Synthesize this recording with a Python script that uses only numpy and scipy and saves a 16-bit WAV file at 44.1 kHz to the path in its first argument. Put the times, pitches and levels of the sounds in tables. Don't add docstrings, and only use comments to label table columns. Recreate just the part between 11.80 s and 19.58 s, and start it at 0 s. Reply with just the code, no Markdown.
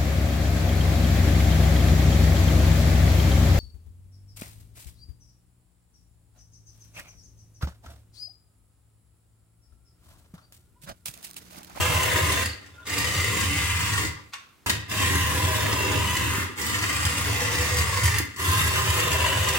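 import sys
import numpy as np
from scipy import signal
from scipy.fft import rfft, irfft
from scipy.io import wavfile
from scipy.ndimage import uniform_filter1d, map_coordinates

SR = 44100
rng = np.random.default_rng(int(sys.argv[2]) if len(sys.argv) > 2 else 0)


def inscribe(sig):
    pcm = np.round(np.clip(np.atleast_2d(sig).T, -1, 1) * 32767)
    wavfile.write(sys.argv[1], SR, pcm.astype(np.int16))


N = 343098
T = np.arange(N) / SR


def amp(db):
    return 10 ** (np.asarray(db) / 20)


def unit(x):
    return x / np.sqrt(np.mean(x ** 2) + 1e-20)


def read(points, hz, axis=1):
    table = np.transpose(points)
    return np.interp(np.log(hz + 1), np.log(table[0] + 1), table[axis])


def level(rows, axis=1):
    table = np.transpose(rows)
    return amp(np.interp(T, table[0], table[axis]))


def add(mix, s, sound):
    part = mix[round(s * SR):][:len(sound)]
    part += sound[:len(part)]


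def resonance(hz, mode_hz, width_hz):
    return 1 / (1 + (2 * (hz - mode_hz) / width_hz) ** 2)


def colour(x, db_at, size=8192):
    log_gain = np.log(amp(db_at(abs(np.fft.fftfreq(size, 1 / SR)))))
    spectrum = np.exp(np.conj(signal.hilbert(log_gain)))
    taps = np.fft.ifft(spectrum).real[:size // 2]
    return signal.oaconvolve(x, taps / np.linalg.norm(taps))[:len(x)]


def band(x, low_hz, high_hz, order=4):
    edges = [low_hz, min(high_hz, SR / 2 - 1)]
    return signal.sosfiltfilt(signal.butter(order, edges, "band", fs=SR, output="sos"), x)


def wobble(rate_hz):
    hz = np.fft.rfftfreq(N, 1 / SR)
    spectrum = rfft(rng.standard_normal(N)) * np.exp(-(hz / rate_hz) ** 2)
    return unit(irfft(spectrum, N))


def impact(ring_s, ring_db, size=2048):
    t = np.arange(size) / SR
    ring = rng.standard_normal(size) * np.exp(-t / ring_s)
    ring *= amp(ring_db) / np.linalg.norm(ring)
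    ring[0] += 1
    return ring / np.linalg.norm(ring)


def powered(on, off, rise_s, fall_s, jolt=0):
    age = np.maximum(T - on, 0) / rise_s
    first = jolt * np.exp(-age * 5)
    rise = 1 - first - (1 - jolt) * np.exp(-age)
    return rise * np.exp(-np.maximum(T - off, 0) / fall_s)


def coasting(off, db, db_per_s):
    return (T > off) * amp(db - db_per_s * np.maximum(T - off, 0))


# start in seconds, end in seconds, relative chatter
# level in dB, relative rumble level in dB.
CREEPING = (-0.33, 2.5, -56, -53)
# on in seconds, off in seconds, whether in reverse, spin-up time
# constant in seconds, chatter in relative dB at first and at last, coasting fade in dB per second,
# rumble in relative dB at first and at last, a moment of wheel thump in seconds, wheel turn in seconds,
# share of the force taken up in the first jolt.
PRESSES = [(0, 0.62, False, 0.00013, -27, -26.5, 124, -27.5, -31, .155, 0.268, .2),
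           (1.05, 2.25, True, 0.046, -29, -29, 146, -31.5, -29, 1.2, 0.247, .2),
           (2.861, 2.98, False, 0.00082, -26.5, -46, -3, -33.5, -33, 2.9, 0.21, .2),
           (3.078, 4.623, False, 0.04, -27, -30.5, 40, -28, -29.5, 3.37, 0.27, .03),
           (4.754, 6.378, True, 0.04, -29.5, -28.5, 77, -34.5, -27, 5.01, 0.249, .25),
           (6.569, 7.783, False, 0.033, -26, -29, 0, -27, -30.5, 6.835, 0.258, .1)]


def motion(cut_s=0.028, coast_db=-12.5, gather=1.9, stop_s=0.066):
    start, stop, *creep_db = CREEPING
    teeth, wheels = amp(creep_db)[:, None] * ((T > start) & (T < stop))
    backing = np.zeros(N, bool)
    for (on, off, reverse, spin_up_s, teeth_first_db, teeth_last_db, fade,
         wheels_first_db, wheels_last_db, thump_s, turn_s, jolt) in PRESSES:
        run = np.maximum(powered(on, off, spin_up_s, cut_s, jolt), coasting(off, coast_db, fade))
        rolling = powered(on, off, spin_up_s * gather, stop_s)
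        roll = np.maximum(rolling, coasting(off, db=-26, db_per_s=43))
        angle = 2 * np.pi * (np.minimum(T, off) - thump_s) / turn_s
        throb_db = np.cos(angle) - 0.1 * np.cos(2 * angle)
        teeth_db = np.interp(T, [on, off], [teeth_first_db, teeth_last_db])
        wheels_db = np.interp(T, [on, off], [wheels_first_db, wheels_last_db])
        teeth = np.maximum(teeth, run * amp(teeth_db))
        wheels = np.maximum(wheels, roll * amp(wheels_db + throb_db))
        backing[T > on] = reverse
    return teeth, wheels, backing


def knocks(speed, per_s, spread_db, ring_s, ring_db, count):
    slots = N // 48
    out = np.zeros(N)
    for _ in range(count):
        at = rng.integers(0, N, slots)
        chance = rng.random(slots)
        size = amp(spread_db * np.minimum(rng.standard_normal(slots), 1.6))
        struck = chance < speed[at] * per_s / count * N / SR / slots
        hits = np.zeros(N)
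        hits[at] = struck * size * rng.choice([-1, 1], slots)
        out += signal.oaconvolve(hits / np.sqrt(speed), impact(ring_s, ring_db, size=512))[:N]
    return unit(out)


def chatter(speed, clack_db=-1.4, clack_hz=3000, rub_db=-13, flutter_db=1.5):
    teeth = knocks(speed, per_s=2400, spread_db=3.0, ring_s=0.00082, ring_db=-4.5, count=16)
    clacks = knocks(speed, per_s=110, spread_db=2.5, ring_s=0.0017, ring_db=-5.5, count=6)
    clacks = band(clacks, 1860, clack_hz, order=1)
    rub = rng.standard_normal(N)
    drive = teeth + amp(clack_db) * clacks + amp(rub_db) * rub
    return unit(drive) * amp(flutter_db * wobble(102))


# frequency in Hz, width in Hz, lift in dB going forward, in reverse.
BODY_MODES = [(285, 17.4, 7, 8.5), (307, 86, 5.5, 8.5), (387, 32, 12, 4), (420, 12, 0, 9.5),
              (491.7, 21, 10.5, 9.5), (526, 53, 8, 1), (633, 53, 9.5, -3), (827, 70, 8.5, 7.5),
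              (969, 92, 9, 9), (1047, 130, 9.5, -2), (1075, 126, 3.5, 11.5), (1209, 74, 9, 6.5),
              (1400, 53, 5.5, 9), (1655, 206, 10.5, 9), (1710, 39, -3, -4.5), (1818, 87, 4.5, 6),
              (1894, 240, 5, 6), (2047, 283, 7, 12), (2280, 130, -3, -4), (2413, 80, 2.5, 3),
              (2710, 285, 9.5, 6.5), (2943, 350, 5, 2.5), (3170, 770, 6, 5), (3630, 374, 7, 6.5),
              (4610, 1670, 7.5, 9), (4700, 530, -1, 1), (7540, 1760, 7, 6.5), (8760, 550, 7.5, 6.5)]
# frequency in Hz, level in dB going forward, in reverse.
TOOTH_SPECTRUM = [(60, -37, -38), (197, 2.5, 2), (263, -2.5, -5), (684, -14, -13.5), (1120, -7, -10.5),
                  (2430, -7, -7), (4030, -13, -14), (6280, -7.5, -6.5), (9100, -13, -10.5),
                  (10800, -5.5, -7.5), (11900, -7, -9.5), (13100, -21, -22), (14800, -8, -8.5)]


def tin_db(hz, gear):
    modes = sum(row[2 + gear] * resonance(hz, row[0], row[1]) for row in BODY_MODES)
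    return read(TOOTH_SPECTRUM, hz, axis=1 + gear) + modes


# low edge in Hz, high edge in Hz.
BODY_BANDS = [(180, 344), (440, 740), (900, 1140), (1130, 1500), (1750, 2120), (2450, 3200)]
# time in seconds, then the change
# in dB for each of the six bands from low to high.
BODY_BAND_LEVELS = [(0.0, -9.5, 7.5, -3, 2, -3.5, 1), (0.3, -4.5, 10, 0.5, 3, 1.5, -4),
                    (0.75, -1, 3.5, -9, 2.5, 0.5, -4.5), (1.05, -4, 10.5, 2.5, 1, -3, -1),
                    (1.6, -0.5, 7, 2.5, 1, -0.5, 2), (2.05, -5.5, -1, 3, 7, -3.5, 2),
                    (2.25, 1, 7.5, 7, 2, -0.5, -4), (2.37, -7, -5, 0, 3, -11, -5),
                    (2.5, -7, -3, 0, 5, -18, -2), (2.8, -0.5, 9.5, -2, 3, -2, -1.5),
                    (3.4, -1.5, -4, -3, -1, 3.5, -4), (3.55, -0.5, 5.5, 4, -1.5, -1.5, -4.5),
                    (4.15, 6.5, 9, -1, 2.5, 0, 0), (4.35, 1.5, -0.5, 3, 1.5, 0.5, 1),
                    (4.6, 0, 0, -3.5, 8.5, 3.5, -6), (4.85, 2.5, 4.5, 3, 5, -2.5, -1.5),
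                    (5.25, -0.5, 5.5, 3, 8, -1.5, 1), (5.6, 0.5, 14, 5, -0.5, -2.5, -2),
                    (6.3, -9.5, 6.5, 6.5, 5, -1, -3), (6.45, -13, -1, -2.5, 4, 4.5, -2),
                    (6.7, -4.5, -3.5, -2, 1, -3, -7), (7.35, -7, 9, 1, 3, -1, 0.5),
                    (7.78, -5, 8.5, -4, 3.5, -1, 0)]


def gears(force, backing, chatter_db=1.97, dull_below_db=-36, slowest=0.11, slowing=0.97, dulling=0.35):
    effort = np.minimum(force / amp(dull_below_db), 1)
    drive = chatter(np.maximum(effort ** slowing, slowest))
    forward, backward = (colour(drive, lambda hz: tin_db(hz, gear)) for gear in (0, 1))
    body = np.where(backing, amp(-0.68) * backward, forward)
    for k, (low_hz, high_hz) in enumerate(BODY_BANDS):
        change = level(BODY_BAND_LEVELS, axis=k + 1) - 1
        body = body + change * band(body, low_hz, high_hz, order=2)
    body = body - (1 - effort ** dulling) * band(body, 6400, 19000, order=1)
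    return amp(chatter_db) * force * body


# time in seconds, pitch in Hz, level in dB relative to the chatter's
GEAR_NOTE = [(0, 1012, -3.5), (0.18, 1008, -7.5), (0.3, 1020, -11), (0.63, 1035, -16), (3.1, 1040, -23),
             (3.23, 1038, -4.5), (3.548, 1020, -6.5), (3.75, 995, -7), (4.35, 995, -6.5),
             (4.601, 1060, -16), (6.6, 1045, -16), (7.0, 1038, -8.5), (7.392, 1028, -8.5),
             (7.7, 1000, -9.5)]


def whine(force, backing, whine_db=-1, octave_db=-22, reverse_hz=1196, reverse_db=-17, rough_db=2.5):
    times, pitch_hz, _ = np.transpose(GEAR_NOTE)
    hz = np.interp(T, times, pitch_hz)

    def rough_tone(pitch, share):
        wavering = pitch * (1 + share * wobble(90.6))
        return np.sqrt(2) * np.sin(2 * np.pi * np.cumsum(wavering) / SR)

    forward = amp(whine_db) * level(GEAR_NOTE, axis=2) * rough_tone(hz, 0.02485)
    octave = amp(octave_db) * rough_tone(2 * hz, 0.0162)
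    reverse = amp(reverse_db) * rough_tone(reverse_hz, 0.0201)
    tone = np.where(backing, reverse, forward)
    return force * (tone + octave) * amp(rough_db * wobble(120))


# frequency in Hz, relative level in dB.
BOARD_BOOM = [(25, -80), (48, -38), (62, -19), (72, -5), (79, 3), (90, -2), (106, 2), (126, -15.5),
              (149, -8.5), (180, -23.5), (260, -30.5), (500, -72)]


def rumble(force, rumble_db=-1.0, steadiness=0.37, apart_db=-12.5):
    boom = colour(rng.standard_normal(N), lambda hz: read(BOARD_BOOM, hz))
    swing = np.sqrt(uniform_filter1d(abs(signal.hilbert(boom)) ** 2, size=2600))
    even = unit(boom / swing ** steadiness)
    apart = amp(apart_db) * unit(band(rng.standard_normal(N), 79, 160, order=2))
    return amp(rumble_db) * (even + np.array([apart, -apart])) * force


# frequency in Hz, relative level in dB.
ROOM_HUSH = [(20, -18), (80, 0), (160, -7), (300, -7), (550, -16), (1100, -13), (3000, -19), (8000, -24),
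             (15000, -27)]


def stillness(quiet_db=-61, apart=1.0):
    shared, left, right = (colour(rng.standard_normal(N), lambda hz: read(ROOM_HUSH, hz)) for _ in range(3))
    return amp(quiet_db) * unit(shared + apart * np.array([left, right]))


# start in seconds, relative level in dB.
WHEEL_THUMPS = [(0.128, -23), (0.409, -21), (0.656, -26.5), (1.363, -23), (1.68, -25), (1.753, -29),
                (1.919, -32), (2.165, -26), (2.262, -25), (3.22, -22), (3.336, -22.5), (3.631, -20.5),
                (3.812, -25), (3.884, -33), (4.154, -20), (4.239, -23), (5.246, -21.5), (5.495, -25),
                (5.783, -21.5), (5.91, -24), (5.984, -18), (6.234, -18), (6.354, -31), (6.677, -19),
                (6.811, -20), (7.081, -19), (7.322, -19), (7.395, -22), (7.587, -18)]


def thumps(thump_db=29.0, board_hz=84, width_hz=24, lift_db=9):
    blows = np.zeros(N)
    for s, db in WHEEL_THUMPS:
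        add(blows, s, [amp(db + thump_db)])
    return colour(blows, lambda hz: read(BOARD_BOOM, hz) + lift_db * resonance(hz, board_hz, width_hz))


# start in seconds, relative level in dB, relative treble
# in dB, ring decay in seconds.
TIN_TICKS = [(0.148, -38, -15, 0.00091), (0.2318, -20.5, 3, 0.0034), (0.52, -16.5, -10, 0.0046),
             (0.6571, -21, -5, 0.0042), (0.861, -41, -21, 0.0097), (1.068, -31, -12, 0.0047),
             (1.0953, -29, -9, .003), (1.1805, -16.5, -4, 0.0028), (1.6092, -20, -3, .002),
             (1.7886, -26, -17, 0.0017), (2.862, -22, -11, .008), (2.879, -26, -11, .009),
             (2.896, -11, -9, .005), (2.9013, -21, -26, 0.0038), (3.927, -18.5, -20, 0.0028),
             (4.367, -17.5, -13, 0.0036), (4.815, -22.5, 6, .003), (4.8647, -20, 14, .002),
             (5.252, -17, -1, 0.0025), (5.3794, -20, -3, 0.0022), (5.728, -37, 0, 0.0016),
             (5.7505, -19, -10, 0.0023), (5.783, -21, 1, 0.0026), (5.81, -19.5, 9, 0.0031),
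             (5.9674, -19, 11, 0.0023), (5.985, -17, 13, .005), (6.2344, -15, 19, 0.0084),
             (6.254, -14.5, 12, 0.0068), (6.3831, -15, 15, 0.003), (6.401, -24.5, -36, 0.0036),
             (6.5623, -31, -2, 0.0033), (7.1021, -18.5, 0, 0.0027), (7.2, -22, -3, 0.0024),
             (7.316, -19, -6, 0.0023), (7.327, -17, -10, 0.0063), (7.687, -18, 4, 0.0022)]


def ticks(tick_db=21, bright_db=10):
    out = np.zeros(N)
    for s, db, treble_db, ring_s in TIN_TICKS:
        tilt_db = treble_db + bright_db
        knock = colour(impact(ring_s, ring_db=14), lambda hz: tin_db(hz, 1) + tilt_db * hz / (hz + 4000))
        add(out, s, amp(db + tick_db) * knock)
    return out


# peak in seconds, swell in seconds, pitch in Hz,
# relative level in dB, pitch waver as a share.
AXLE_SQUEAKS = [(0.675, 0.06, 4600, -35, 0.08), (0.853, 0.03, 1865, -45, 0.006),
                (0.94, .013, 3520, -57, .012), (1.004, 0.03, 1410, -40.5, 0.006),
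                (1.03, .011, 3490, -55, .01), (2.375, .035, 1194, -46, .025)]


def squeaks(rough_db=4.5, arch=0.0086):
    out = np.zeros(N)
    unsteady, grip = wobble(226), amp(rough_db * wobble(110))
    for s, swell_s, hz, db, waver in AXLE_SQUEAKS:
        swell = np.exp(-((T - s) / swell_s) ** 2)
        pitch = hz * (1 + waver * unsteady - arch * (1 - swell))
        out += amp(db) * swell * grip * np.sin(2 * np.pi * np.cumsum(pitch) / SR)
    return out


# start in seconds, relative level in dB, ring decay in seconds.
SWITCH_CLICKS = [(2.5245, -45, .006), (2.529, -42, 0.004), (2.535, -29, 0.0016), (2.538, -33.5, .0015),
                 (2.5415, -33, .002), (2.551, -36.5, 0.014)]
# frequency in Hz, relative level in dB.
CLICK_SPECTRUM = [(200, -31), (600, -17), (1050, -5), (2000, 0), (2800, -3), (3900, -6.5), (8000, -12),
                  (16000, -31)]
# frequency in Hz, width in Hz, lift in dB.
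CASE_MODES = [(1180, 300, 8), (2670, 560, 5.5), (3100, 300, 0)]


def switch(switch_db=23, case_db=-15, case_s=0.044):
    out = np.zeros(N)
    for s, db, ring_s in SWITCH_CLICKS:
        click = impact(ring_s, ring_db=11)
        case = impact(case_s, ring_db=24, size=14000)
        add(out, s, amp(db + switch_db) * click)
        add(out, s, amp(db + switch_db + case_db) * case)

    def case_response(hz):
        return read(CLICK_SPECTRUM, hz) + sum(db * resonance(hz, mode, width) for mode, width, db in CASE_MODES)

    return colour(out, case_response)


# start in seconds, relative level in dB, favoured Hz.
CHASSIS_BUMPS = [(2.895, -38, 296), (3.628, -32, 172), (3.889, -36, 280), (4.147, -31, 230),
                 (4.158, -40, 560), (4.581, -32.5, 298), (4.69, -41, 290), (6.182, -38, 526)]
# frequency in Hz, relative level in dB.
THUD_SPECTRUM = [(60, -33), (150, -5), (300, 4.5), (550, -5), (800, -37), (3000, -45)]


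def bumps(bump_db=29, favour_db=14, width_hz=130):
    out = np.zeros(N)
    for s, db, mode_hz in CHASSIS_BUMPS:
        jolt = impact(ring_s=0.0096, ring_db=17, size=6000)
        thud = colour(jolt, lambda hz: read(THUD_SPECTRUM, hz) + favour_db * resonance(hz, mode_hz, width_hz))
        add(out, s, amp(db + bump_db) * thud / np.linalg.norm(thud))
    return out


# time in seconds, lag of the left microphone in milliseconds.
CAR_PLACE = [(0, 0.0072), (1.2, 0.038), (1.75, -0.025), (2.3, -0.24), (2.6, -0.19), (2.85, 0.13),
             (3.7, 0.07), (4.25, 0.03), (4.75, -0.13), (5.2, -0.12), (5.75, -0.044), (6.25, -0.033),
             (6.7, 0.21), (7.2, 0.087), (7.78, -0.034)]


def microphones(x):
    lag = np.interp(T, *np.transpose(CAR_PLACE)) * SR / 1000
    return np.array([map_coordinates(x, [np.arange(N) + side * lag / 2], order=5) for side in (-1, 1)])


# frequency in Hz, time to fall by 60 dB in seconds.
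ROOM_DECAY = [(100, 0.63), (600, 0.55), (1700, 0.51), (4600, 0.44), (9000, 0.28), (16000, 0.25)]


def room(x, wet_db, early_db, early_s=0.0061, shared=0.068, size=12000):
    taps = rng.standard_normal((2, size)) * (rng.random((2, size)) < 3000 / SR)
    age = np.arange(size) / SR
    early = taps[:, ::-1] * np.exp(-age / early_s) * (age > .001)
    hz, t, z = signal.stft(taps * (age > .008), SR, nperseg=256)
    decay = np.exp(-np.log(1000) * t / read(ROOM_DECAY, hz)[:, None])
    tail = signal.istft(z * decay, SR)[1][:, :size]
    echoes = sum(amp(db) * part / np.linalg.norm(part, axis=1, keepdims=True)
                 for db, part in [(early_db, early), (wet_db, tail)])
    echoes = echoes - shared * band(echoes - echoes.mean(0), 37, 1400, order=1)
    return signal.oaconvolve(x[None], echoes, axes=1)


def moving_room(x, size=5500):
    heard = np.zeros((2, N + size))
    fade = np.sqrt(signal.windows.hann(2 * size, sym=False))
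    padded = np.pad(x, (size, 2 * size))
    for start in range(0, N + size, size):
        echoes = room(padded[start:start + 2 * size] * fade, wet_db=-5.0, early_db=-1.5)
        for channel, sound in zip(heard, echoes):
            add(channel, start / SR, sound)
    return heard[:, size:]


def scene(floor_lift=0.4, low_echo_loss=0.22, squeak_echo_db=-9, whine_echo_db=-9):
    teeth, wheels, backing = motion()
    car = gears(teeth, backing) + ticks() + bumps()
    note, axle, lever = whine(teeth, backing), squeaks(), switch()
    low = band(car, 120, 1700, order=1)
    near = amp(-6.5) * (car + floor_lift * low + axle) + note
    direct = microphones(near) + amp(-5.0) * lever
    sent = car - low_echo_loss * low + amp(squeak_echo_db) * axle + amp(whine_echo_db) * note
    echoes = moving_room(sent) + room(lever, wet_db=-6.5, early_db=-2.5)[:, :N]
    return direct + echoes + rumble(wheels) + thumps() + stillness()


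def record(dry, edge_hz=15950):
    taps = signal.firwin(511, edge_hz, window=("kaiser", 9), fs=SR)
    return signal.oaconvolve(dry, taps[None], "same")


dry = scene()
out = record(dry)
inscribe(out)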